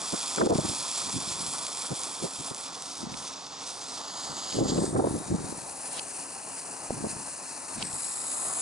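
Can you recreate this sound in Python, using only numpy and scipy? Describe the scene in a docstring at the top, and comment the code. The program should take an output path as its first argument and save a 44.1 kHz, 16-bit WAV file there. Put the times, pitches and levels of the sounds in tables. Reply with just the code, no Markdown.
"""A close, gritty hiss comes first: the gas jet of a hand-held colour sparkler burning outdoors at night.
Noise and random grains make the jet, with a new tone for each layer of the charge; low noise is the flame's roar.
Sparks crack as filtered pulses, and sputters swell as noise that ends in a short spit.
Puffs of wind, low noise with a brighter rush, buffet the microphone; the strongest make a limiter duck the hiss.
A faint, narrow band of noise hums behind it all."""
import sys
import numpy as np
from scipy import signal
from scipy.fft import rfft, irfft, next_fast_len
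from scipy.io import wavfile
from scipy.ndimage import uniform_filter1d, minimum_filter1d, map_coordinates

SR = 44100
rng = np.random.default_rng(int(sys.argv[2]) if len(sys.argv) > 2 else 0)


def dump(signal):
    """Clip the signal to [-1, 1] and save it as 16-bit WAV at the path in sys.argv[1]."""
    limited = np.clip(np.atleast_2d(signal).T, -1, 1)
    pcm = np.round(limited * 32767).astype(np.int16)
    wavfile.write(sys.argv[1], SR, pcm)


N = 379701

T = np.arange(N) / SR
SIZE = next_fast_len(N + 4096)   # padded transform length
HZ = np.maximum(np.arange(SIZE // 2 + 1) * SR / SIZE, 1)
CUTOFF_HZ = 11080   # upper limit of the whole sound
LEFT_RIGHT = np.array([[1], [-1]])   # a positive left-right level makes the left louder

# Level of the hiss as heard, before trims; it dips under the strongest wind near 0.5 and 5 s:
# (time [s], hiss level [dB], level of the sizzle at the top [dB])
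HISS_LEVEL = [(0.0, -38.5, -43.5), (0.25, -34, -37), (0.5, -38.5, -43), (0.8, -34.5, -38.5),
              (2.6, -42, -45), (3.6, -41, -47), (4.45, -38.5, -50.5), (4.7, -40.5, -48.5),
              (4.83, -42.5, -45.5), (5.0, -47, -48.5), (5.4, -44, -47), (5.85, -44.5, -42.5),
              (7.82, -42.5, -43), (7.89, -41, -38.5), (8.6, -40, -33)]
# The top fades as the jet swings away: (time [s], half width [s], loss of sizzle [dB])
SWINGS = [(2.72, 0.055, 9.5), (3.08, 0.042, 12.5), (3.37, 0.089, 14), (3.55, 0.092, 14),
          (4.059, 0.082, 9.5)]
SWING_HISS_SHARE = 0.16   # part of that loss, in dB, which the lower hiss shares
# The jet flares up for an instant: (time [s], half width [s], rise of the hiss [dB])
FLARES = [(4.692, 0.019, 10)]


def jet(flicker_db, flutter_db, sway_db, hiss_db, sizzle_db):
    """Hiss and sizzle follow level curves and a flickering burn; the sizzle fades most when the jet points away."""
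    tone = hiss_tone(echo_s=1 / 535, change_s=0.17)
    low = through(tone, below(7920, order=14))
    hiss_curve, sizzle_curve = in_time(HISS_LEVEL)

    swing_db = sum(loss_db * bump(s, width) for s, width, loss_db in SWINGS)
    away_db = swing_db + sway_db * drift(2.5)
    burn = from_db(flicker_db * drift(15.2) + flutter_db * drift(115))
    flare_db = sum(rise_db * bump(s, width) for s, width, rise_db in FLARES)

    hiss_gain = from_db(hiss_curve + hiss_db + flare_db - SWING_HISS_SHARE * away_db)
    hiss = hiss_gain * evened(low)
    sizzle = from_db(sizzle_curve + sizzle_db - away_db) * evened(tone - low)
    return slid(burn * (hiss + sizzle))


# Tone of the jet while each layer burns: (frequency [Hz], spectrum level [dB per Hz])
RED = [(1700, -27), (2400, -9), (2900, -16.5), (3400, 1.5), (3850, -4), (4350, 1), (5400, 1.5), (6300, -4),
       (7400, 3), (8600, -4), (9600, -1.5), (11000, -9)]
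FADING_RED = [(1600, -24), (2170, -13.5), (3000, -12.5), (3470, -1), (4000, -2), (5070, 2), (8850, -7),
              (11000, -15.5)]
GREEN = [(1600, -14.5), (2550, -22.5), (3420, -5.5), (3750, -6), (4950, 0), (5650, -9), (6000, -10),
         (6500, -1.5), (7700, -4), (9000, -13.5), (11000, -10)]
WHITE = [(1600, -4), (2160, -11), (2500, -5), (4210, -5), (5280, -5), (6300, -3.5), (7290, 0.5), (9360, 3),
         (10200, 2), (11000, -7.5)]
LAST_GREEN = [(1600, -13.5), (2200, -20.5), (2550, -15), (4500, -9), (5650, -5.5), (6100, -19), (6550, -3),
              (7500, 2.5), (8400, 4), (9120, -9.5), (9700, 1.5), (11000, -1.5)]
TONES = [RED, FADING_RED, GREEN, WHITE, LAST_GREEN]
# The layers in that order: (start [s], grains over gas [dB], echo share [0-1], left-right level [dB],
# extra left-right level in the middle range [dB])
LAYERS = [(0.0, 2, 0.06, -1.2, 0), (2.7, -0.5, 0, -1.5, 1), (4.02, -2.5, 0, -1.8, 3),
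          (4.82, -10.5, 0.54, 1, 7), (7.84, -2, 0.2, 0.4, 22.5)]
# The last green layer sinks in tone as the hand turns the stick: (time [s], factor on all frequencies [ratio])
LAST_GLIDE = [(8.15, 1.0), (8.61, 0.94)]
GLIDES = [None, None, None, None, LAST_GLIDE]
PORT_LEAD_RAD = 0.83   # the right port leads in phase


def hiss_tone(echo_s, change_s):
    """Gas noise and grains, coloured by the burning layer; the last layer glides as the stick turns."""
    gas = stereo_noise(side_db=-14)
    spit = grains(per_s=1500, spread_db=1.5)
    later = [np.clip((T - row[0]) / change_s + .5, 0, 1) for row in LAYERS[1:]]
    reached = [np.ones(N)] + later + [np.zeros(N)]

    middle = np.exp(-np.log2(HZ / 2300) ** 2)   # this range leans further to one side
    echo_band = below(7600, order=12) * (1 - below(4200, order=8))
    echo = np.exp(-2j * np.pi * HZ * echo_s) * echo_band   # off the hand
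    span = (1 - below(1350, order=10)) * below(CUTOFF_HZ + 700, order=40)

    out = 0
    for k, (_, grain_db, echo_share, pan_db, shade_db) in enumerate(LAYERS):
        share = np.sqrt(np.maximum(reached[k] - reached[k + 1], 0))   # crossfade at equal power
        tone = span * colour(TONES[k]) * (1 + echo_share * echo)
        tone = tone * ports(PORT_LEAD_RAD, pan_db + shade_db * middle)
        layer = rms_one(through(gas + from_db(grain_db) * spit, tone))
        out = out + share * glided(layer, GLIDES[k])
    return out


def grains(per_s, spread_db):
    """Metal grains ignite at random, many small and a few large."""
    sizes = from_db(spread_db * np.minimum(rng.exponential(1, N), 4.5)) * rng.choice([-1, 1], N)
    return rms_one(sizes * (rng.random(N) < per_s / SR))


def glided(x, curve):
    """Read a steady hiss faster or slower, which moves all its peaks and hollows together."""
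    if curve is None:
        return x
    place = np.cumsum(in_time(curve)[0]) % (N - 1)
    return np.array([map_coordinates(channel, [place], order=3, mode="nearest") for channel in x])


# A hollow in the hiss slides as the hand moves; negative depth lifts: (time [s], centre [Hz], depth [dB])
HOLLOW = [(4.65, 2600, -5), (4.9, 2880, 9.5), (5.5, 3230, 9.5), (6.2, 3520, 10.5), (7.5, 3350, 13.5),
          (8.6, 3100, 5.5)]
# A bright band sweeps through the hiss; negative lift cuts: (time [s], centre [Hz], lift [dB])
BRIGHT = [(3.7, 4600, -1), (3.92, 8650, 4.5), (4.05, 10500, 7.5), (4.5, 6450, -0.5), (4.9, 8400, 7),
          (5.2, 10800, 6.5), (5.3, 8040, -0.5), (5.6, 11400, 5), (6.05, 9000, 1)]
HOLLOW_HALF_WIDTH_HZ, BRIGHT_HALF_WIDTH_HZ = 552, 730


def slid(x, size=512):
    """Direct and reflected sound cancel in one band and add in another; both slide with the hand."""
    hz, s, frames = signal.stft(x, SR, nperseg=size)
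    lift_db = sliding_band(BRIGHT, BRIGHT_HALF_WIDTH_HZ, hz, s, order=2)
    depth_db = sliding_band(HOLLOW, HOLLOW_HALF_WIDTH_HZ, hz, s, order=4)
    return signal.istft(frames * from_db(lift_db - depth_db), SR, nperseg=size)[1][:, :N]


def sliding_band(curve, half_width_hz, hz, s, order):
    """Height in dB of a moving band at given frequencies and moments; a higher order gives steeper edges."""
    times, centre_hz, db = np.transpose(curve)
    distance = (hz[:, None] - np.interp(s, times, centre_hz)) / half_width_hz
    return np.interp(s, times, db) * np.exp(-distance ** order)


# Bursting sparks, before trim: (time [s], peak level [dB])
CRACKS = [(0.205, -20), (0.314, -27.5), (0.361, -14.5), (0.6988, -25), (0.882, -18), (1.2895, -19),
          (1.325, -23), (1.6676, -17.5), (1.773, -19), (2.0353, -15), (2.547, -20), (2.823, -20),
          (7.93, -23.5)]
SHOWER_END_S = 2.1   # small sparks burst until then


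def cracks(level_db, small_db):
    """A bursting spark is one sharp bright pulse; the red fire throws many smaller ones at random."""
    s, db = np.transpose(CRACKS)
    when, size = rng.random((2, 26))
    times = np.r_[s, when * SHOWER_END_S]
    levels_db = np.r_[db + level_db, small_db + 5 * size]
    tone = colour([(300, -34), (1800, -16.5), (3500, -8.5), (7500, 0), (11000, -11.5)])   # (Hz, dB)
    return snaps(times, levels_db, tone)


def snaps(times, levels_db, response):
    """Single pressure pulses, each set to its peak level before the ports shift and pan it."""
    clicks = np.zeros(N)
    places = np.clip(np.round(np.asarray(times) * SR).astype(int), 0, N - 1)
    clicks[places] = from_db(levels_db)
    response = response * below(CUTOFF_HZ, order=40)
    ahead = ports(lead=.7, pan_db=-1.5)
    return through(clicks, response * ahead) / np.abs(irfft(response, SIZE)).max()


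# Gas pockets that swell and blow out; a trim follows on the rush only:
# (end [s], swell time constant [s], rush level [dB], final spit level [dB], top of the spit [Hz])
SPUTTERS = [(3.142, 0.002, -47.5, -37, 3500), (4.526, 0.003, -33, -36.5, 4900),
            (4.782, 0.017, -36, -49, 4200), (5.995, 0.051, -30, -32.5, 5400),
            (7.827, 0.024, -28, -29.5, 4800)]
# Tone of the rush: (frequency [Hz], spectrum level [dB per Hz])
SPUTTER_TONE = [(200, 0), (700, 14), (1800, 5), (2600, 6.5), (4400, 8), (6000, 4), (11000, 0)]
SPIT_S, SPIT_LOW_HZ = 0.0018, 2500   # half width and lower edge of the spit


def sputters(level_db):
    """Trapped gas rushes out ever harder, then ends in a short, crisp spit with a pitch of its own."""
    gas = stereo_noise(side_db=-5.5)
    rush = rms_one(through(gas, colour(SPUTTER_TONE)))
    swell, spits = 0, 0
    for end, length, rush_db, spit_db, top_hz in SPUTTERS:
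        fade_s = np.where(T < end, length, .002)   # the rush stops fast after its end
        swell = swell + from_db(rush_db) * np.exp(-np.abs(T - end) / fade_s)
        crisp = evened(through(gas, band(SPIT_LOW_HZ, top_hz)), size=SR // 300)
        spits = spits + from_db(spit_db) * bump(end, SPIT_S) * crisp
    return from_db(level_db) * swell * rush + spits


# Low roar of the flame, levels before trims:
# (time [s], roar level [dB], upper edge level [dB], left-right level [dB])
FLAME = [(0.3, -43.5, -44, -1.5), (3.6, -47, -50, -2), (4.3, -43.5, -46, -1.5), (5.8, -44.5, -54, 3.5),
         (8.1, -47, -51.5, 5), (8.5, -44.5, -46.5, 8)]
# Tone of the roar: (frequency [Hz], spectrum level [dB per Hz])
FLAME_TONE = [(26, -53), (45, -22), (170, -10), (472, -9), (618, -6.5), (964, -2), (1300, -5.5),
              (1600, -15), (2000, -16), (3000, -59.5)]


def flame(roar_db, edge_db, waver_db):
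    """The soft roar under the hiss; its upper edge is stronger in the red fire, and it drifts to the left."""
    lead = 1.23 * (1 - below(790, order=4))
    roar = through(stereo_noise(side_db=-9.0), colour(FLAME_TONE) * ports(lead, pan_db=0))
    low = through(roar, below(945, order=12))
    roar_curve, edge_curve, pan_curve = in_time(FLAME)
    body = from_db(roar_curve + roar_db) * rms_one(low)
    edge = from_db(edge_curve + edge_db) * rms_one(roar - low)
    return from_db(waver_db * drift(26) + pan_curve * LEFT_RIGHT / 2) * (body + edge)


# Tone of the wind: (frequency [Hz], spectrum level [dB per Hz])
WIND_TONE = [(25, -40), (53, -13), (144, 3), (238, 2.5), (350, 1), (715, -12), (1430, -33), (3000, -74.5)]
# The sharpest puffs whip across the ports: (time [s], level [dB])
WHIPS = [(0.385, -34), (0.417, -28), (4.965, -37)]
WHIP_S, WHIP_BAND_HZ = 0.0058, (870, 1700)   # half width and range of a whip


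def wind(body_db, rush_db):
    """Turbulence on the ports: a low body, a rush above it, and a brief whip in the sharpest puffs."""
    body, rush = wind_power(lumpy_db=4)
    mid, side = rng.standard_normal((2, N))
    tone = colour(WIND_TONE)
    apart = 1 - below(142, order=2)   # the longest waves press on both ports alike
    air = through(mid, tone * ports(lead=-1.5 * apart, pan_db=0))
    air = air + through(side, .5 * tone * apart) * LEFT_RIGHT
    low = through(air, below(336, order=8))

    thumps = from_db(body_db) * np.sqrt(body) * evened(low, size=SR // 40)
    thumps = thumps + from_db(rush_db) * np.sqrt(rush) * evened(air - low, size=SR // 60)
    lash = rms_one(through(stereo_noise(side_db=4), band(*WHIP_BAND_HZ)))
    whips = sum(from_db(db) * bump(s, WHIP_S) for s, db in WHIPS) * lash
    return through(thumps, 1 - below(23, order=4)) + whips


# Gusts of wind on the microphone, before flutter and trims: (start [s], hold [s], body level [dB])
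GUSTS = [(0.42, 0.21, -39.5), (1.04, 0.45, -49.5), (3.016, 0.096, -46.5), (4.304, 0.035, -50.5),
         (4.559, 0.25, -34.5), (4.88, 0.23, -37.5), (5.296, 0.13, -39), (6.93, 0.18, -45),
         (7.772, 0.065, -44)]
# Single eddies that slap the ports, before trims:
# (time [s], half width of the power bell [s], body level [dB], rush level [dB])
EDDIES = [(0.139, 0.0063, -30.5, -29.5), (0.383, .004, -30, -27), (0.414, 0.011, -36, -22.5),
          (0.433, 0.012, -23, -19.5), (0.462, 0.006, -29, -26), (0.475, 0.0023, -27, -11.5),
          (0.502, 0.012, -42, -24), (0.517, 0.0096, -22, -14.5), (0.534, 0.0042, -30, -21),
          (0.557, 0.004, -24, -26.5), (0.591, 0.006, -25.5, -24.5), (0.651, .004, -30, -44),
          (0.697, 0.0058, -33, -40), (1.164, 0.018, -32.5, -58), (1.922, 0.01, -30.5, -35),
          (2.244, 0.015, -35, -32.5), (2.404, 0.012, -41.5, -52), (2.516, 0.0042, -36, -41),
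          (3.041, 0.0042, -37.5, -53), (3.071, 0.0034, -37, -49), (4.59, 0.0067, -29, -25),
          (4.622, 0.01, -19.5, -21), (4.789, 0.0066, -25, -26), (4.823, 0.0059, -26, -29),
          (4.841, 0.0051, -37, -27), (4.96, 0.0082, -24, -22.5), (4.998, 0.006, -30, -17.5),
          (5.027, 0.0021, -40, -26), (5.047, 0.0062, -38, -21.5), (5.072, 0.0026, -34, -19),
          (5.155, 0.018, -32.5, -34.5), (5.32, 0.0067, -23.5, -36), (5.345, 0.0088, -25.5, -38),
          (5.447, 0.0022, -35, -51), (6.907, 0.00077, -28, -19), (6.929, 0.005, -33.5, -49),
          (6.975, 0.009, -36.5, -49), (7.047, 0.006, -33, -30.5), (7.067, 0.0046, -33, -36)]
GUST_ATTACK_S, GUST_RELEASE_S = 0.018, 0.096   # time constants of the gust's amplitude
GUST_FLUTTER_DB, GUST_FLUTTER_HZ = 3, 46   # a gust breaks up into thumps
# Gust level at which rush equals body before trims; dB the rush gains on the body per dB of gust
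EVEN_RUSH_DB, RUSH_GROWTH = -32.5, 1.4


def wind_power(lumpy_db):
    """Power of body and rush: gusts rise, flutter and die, the stronger the brighter; eddies are brief bells."""
    body, rush = 0, 0
    flutter_db = GUST_FLUTTER_DB * drift(GUST_FLUTTER_HZ)
    lumps = from_db(2 * lumpy_db * drift(155))   # doubled decibels give power
    for start, hold, db in GUSTS:
        before = np.maximum(start - T, 0) / GUST_ATTACK_S
        after = np.maximum(T - start - hold, 0) / GUST_RELEASE_S
        shape = np.exp(-2 * np.minimum(before + after, 20))
        power = lumps * from_db(2 * (db + flutter_db)) * shape
        body = body + power
        rush = rush + power * from_db(2 * RUSH_GROWTH * (db - EVEN_RUSH_DB))
    for s, width, body_db, rush_db in EDDIES:
        bell = bump(s, width)
        body = body + from_db(2 * body_db) * bell
        rush = rush + from_db(2 * rush_db) * bell
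    return body, rush


HUM_HZ, HUM_HALF_WIDTH_HZ, HUM_DB = 271.8, 6.6, -60


def hum():
    """A faint, slightly unsteady hum in the background: a very narrow band of noise."""
    line = np.exp(-((HZ - HUM_HZ) / HUM_HALF_WIDTH_HZ) ** 2)
    return from_db(HUM_DB) * evened(through(rng.standard_normal((1, N)), line), size=SR // 3)


def from_db(db):
    """Decibels to gain."""
    return 10 ** (np.asarray(db) / 20)


def rms_one(x):
    """Scale so that the centre of the stereo image has rms 1."""
    return x / np.sqrt(np.mean(np.atleast_2d(x).mean(axis=0) ** 2) + 1e-20)


def evened(x, size=SR // 7):
    """Hold the centre of the stereo image near rms 1 over a window of so many samples."""
    return x / np.sqrt(uniform_filter1d(x.mean(axis=0) ** 2, size=size) + 1e-12)


def in_time(rows):
    """Each column of a curve at every sample."""
    s, *columns = np.transpose(rows)
    return [np.interp(T, s, c) for c in columns]


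def bump(s, half_width):
    """A bell of height 1 around a moment, down to 1/e at the half width."""
    return np.exp(-np.minimum(((T - s) / half_width) ** 2, 40))


def drift(rate_hz):
    """Slow chance with spread 1: noise smoothed by two equal poles at rate_hz, drawn every 20 samples."""
    r = np.exp(-40 * np.pi * rate_hz / SR)
    noise = rng.standard_normal(N // 20 + 2002)
    slow = signal.lfilter([1], [1, -2 * r, r * r], noise)[2000:]   # skip the filter's start
    return np.interp(np.arange(N) / 20, np.arange(len(slow)), rms_one(slow))


def stereo_noise(side_db):
    """White noise with a part that differs between the ports."""
    mid, side = rng.standard_normal((2, N))
    return mid + from_db(side_db) * side * LEFT_RIGHT


def ports(lead, pan_db):
    """Responses of the two microphone ports: the right leads in phase [rad], the levels differ."""
    return from_db(LEFT_RIGHT * pan_db / 2) * np.exp(-1j * LEFT_RIGHT * lead / 2)


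def colour(points):
    """Causal (minimum-phase) response that follows a spectrum."""
    hz, db = np.transpose(points)
    cepstrum = irfft(np.log(from_db(np.interp(np.log(HZ), np.log(hz), db))), SIZE)
    cepstrum[1:SIZE // 2] *= 2   # fold the time before zero onto the time after
    cepstrum[SIZE // 2 + 1:] = 0
    return np.exp(rfft(cepstrum))


def below(edge_hz, order):
    """Low-pass response; one minus it is the matching high-pass."""
    return 1 / (1 + (HZ / edge_hz) ** order)


def band(low_hz, high_hz):
    """Response that passes one band."""
    return below(high_hz, order=7) * (1 - below(low_hz, order=8))


def through(x, response):
    """Filter a sound by a response."""
    return irfft(rfft(x, SIZE) * response, SIZE)[..., :N]


def scene():
    """The sparkler in front of the microphone, the wind on it, and a faint hum."""
    sparkler = jet(flicker_db=1.26, flutter_db=0.97, sway_db=1.24, hiss_db=-1.26, sizzle_db=-1.8)
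    sparkler = sparkler + flame(roar_db=-3.5, edge_db=-2.0, waver_db=1.5)
    sparkler = sparkler + cracks(level_db=3.5, small_db=-21.5) + sputters(level_db=-5.5)
    return sparkler + wind(body_db=-0.9, rush_db=-2.5) + hum()


def limiter(x, ceiling_db, release_db_per_s):
    """Loud swings, averaged over about a millisecond, turn everything down; the gain then creeps back."""
    level = uniform_filter1d(np.abs(x).max(axis=0), size=55)
    over = np.maximum(20 * np.log10(np.maximum(level, 1e-9)) - ceiling_db, 0)
    release = release_db_per_s * T
    held = np.maximum.accumulate(over + release) - release
    gain_db = uniform_filter1d(minimum_filter1d(-held, size=45), size=45)
    return x * from_db(gain_db)


def record(dry):
    """The limiter, then the recorder's narrow bandwidth."""
    limited = limiter(dry, ceiling_db=-17.5, release_db_per_s=399)
    return through(limited, below(CUTOFF_HZ, order=240))


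dry = scene()
out = record(dry)
dump(out)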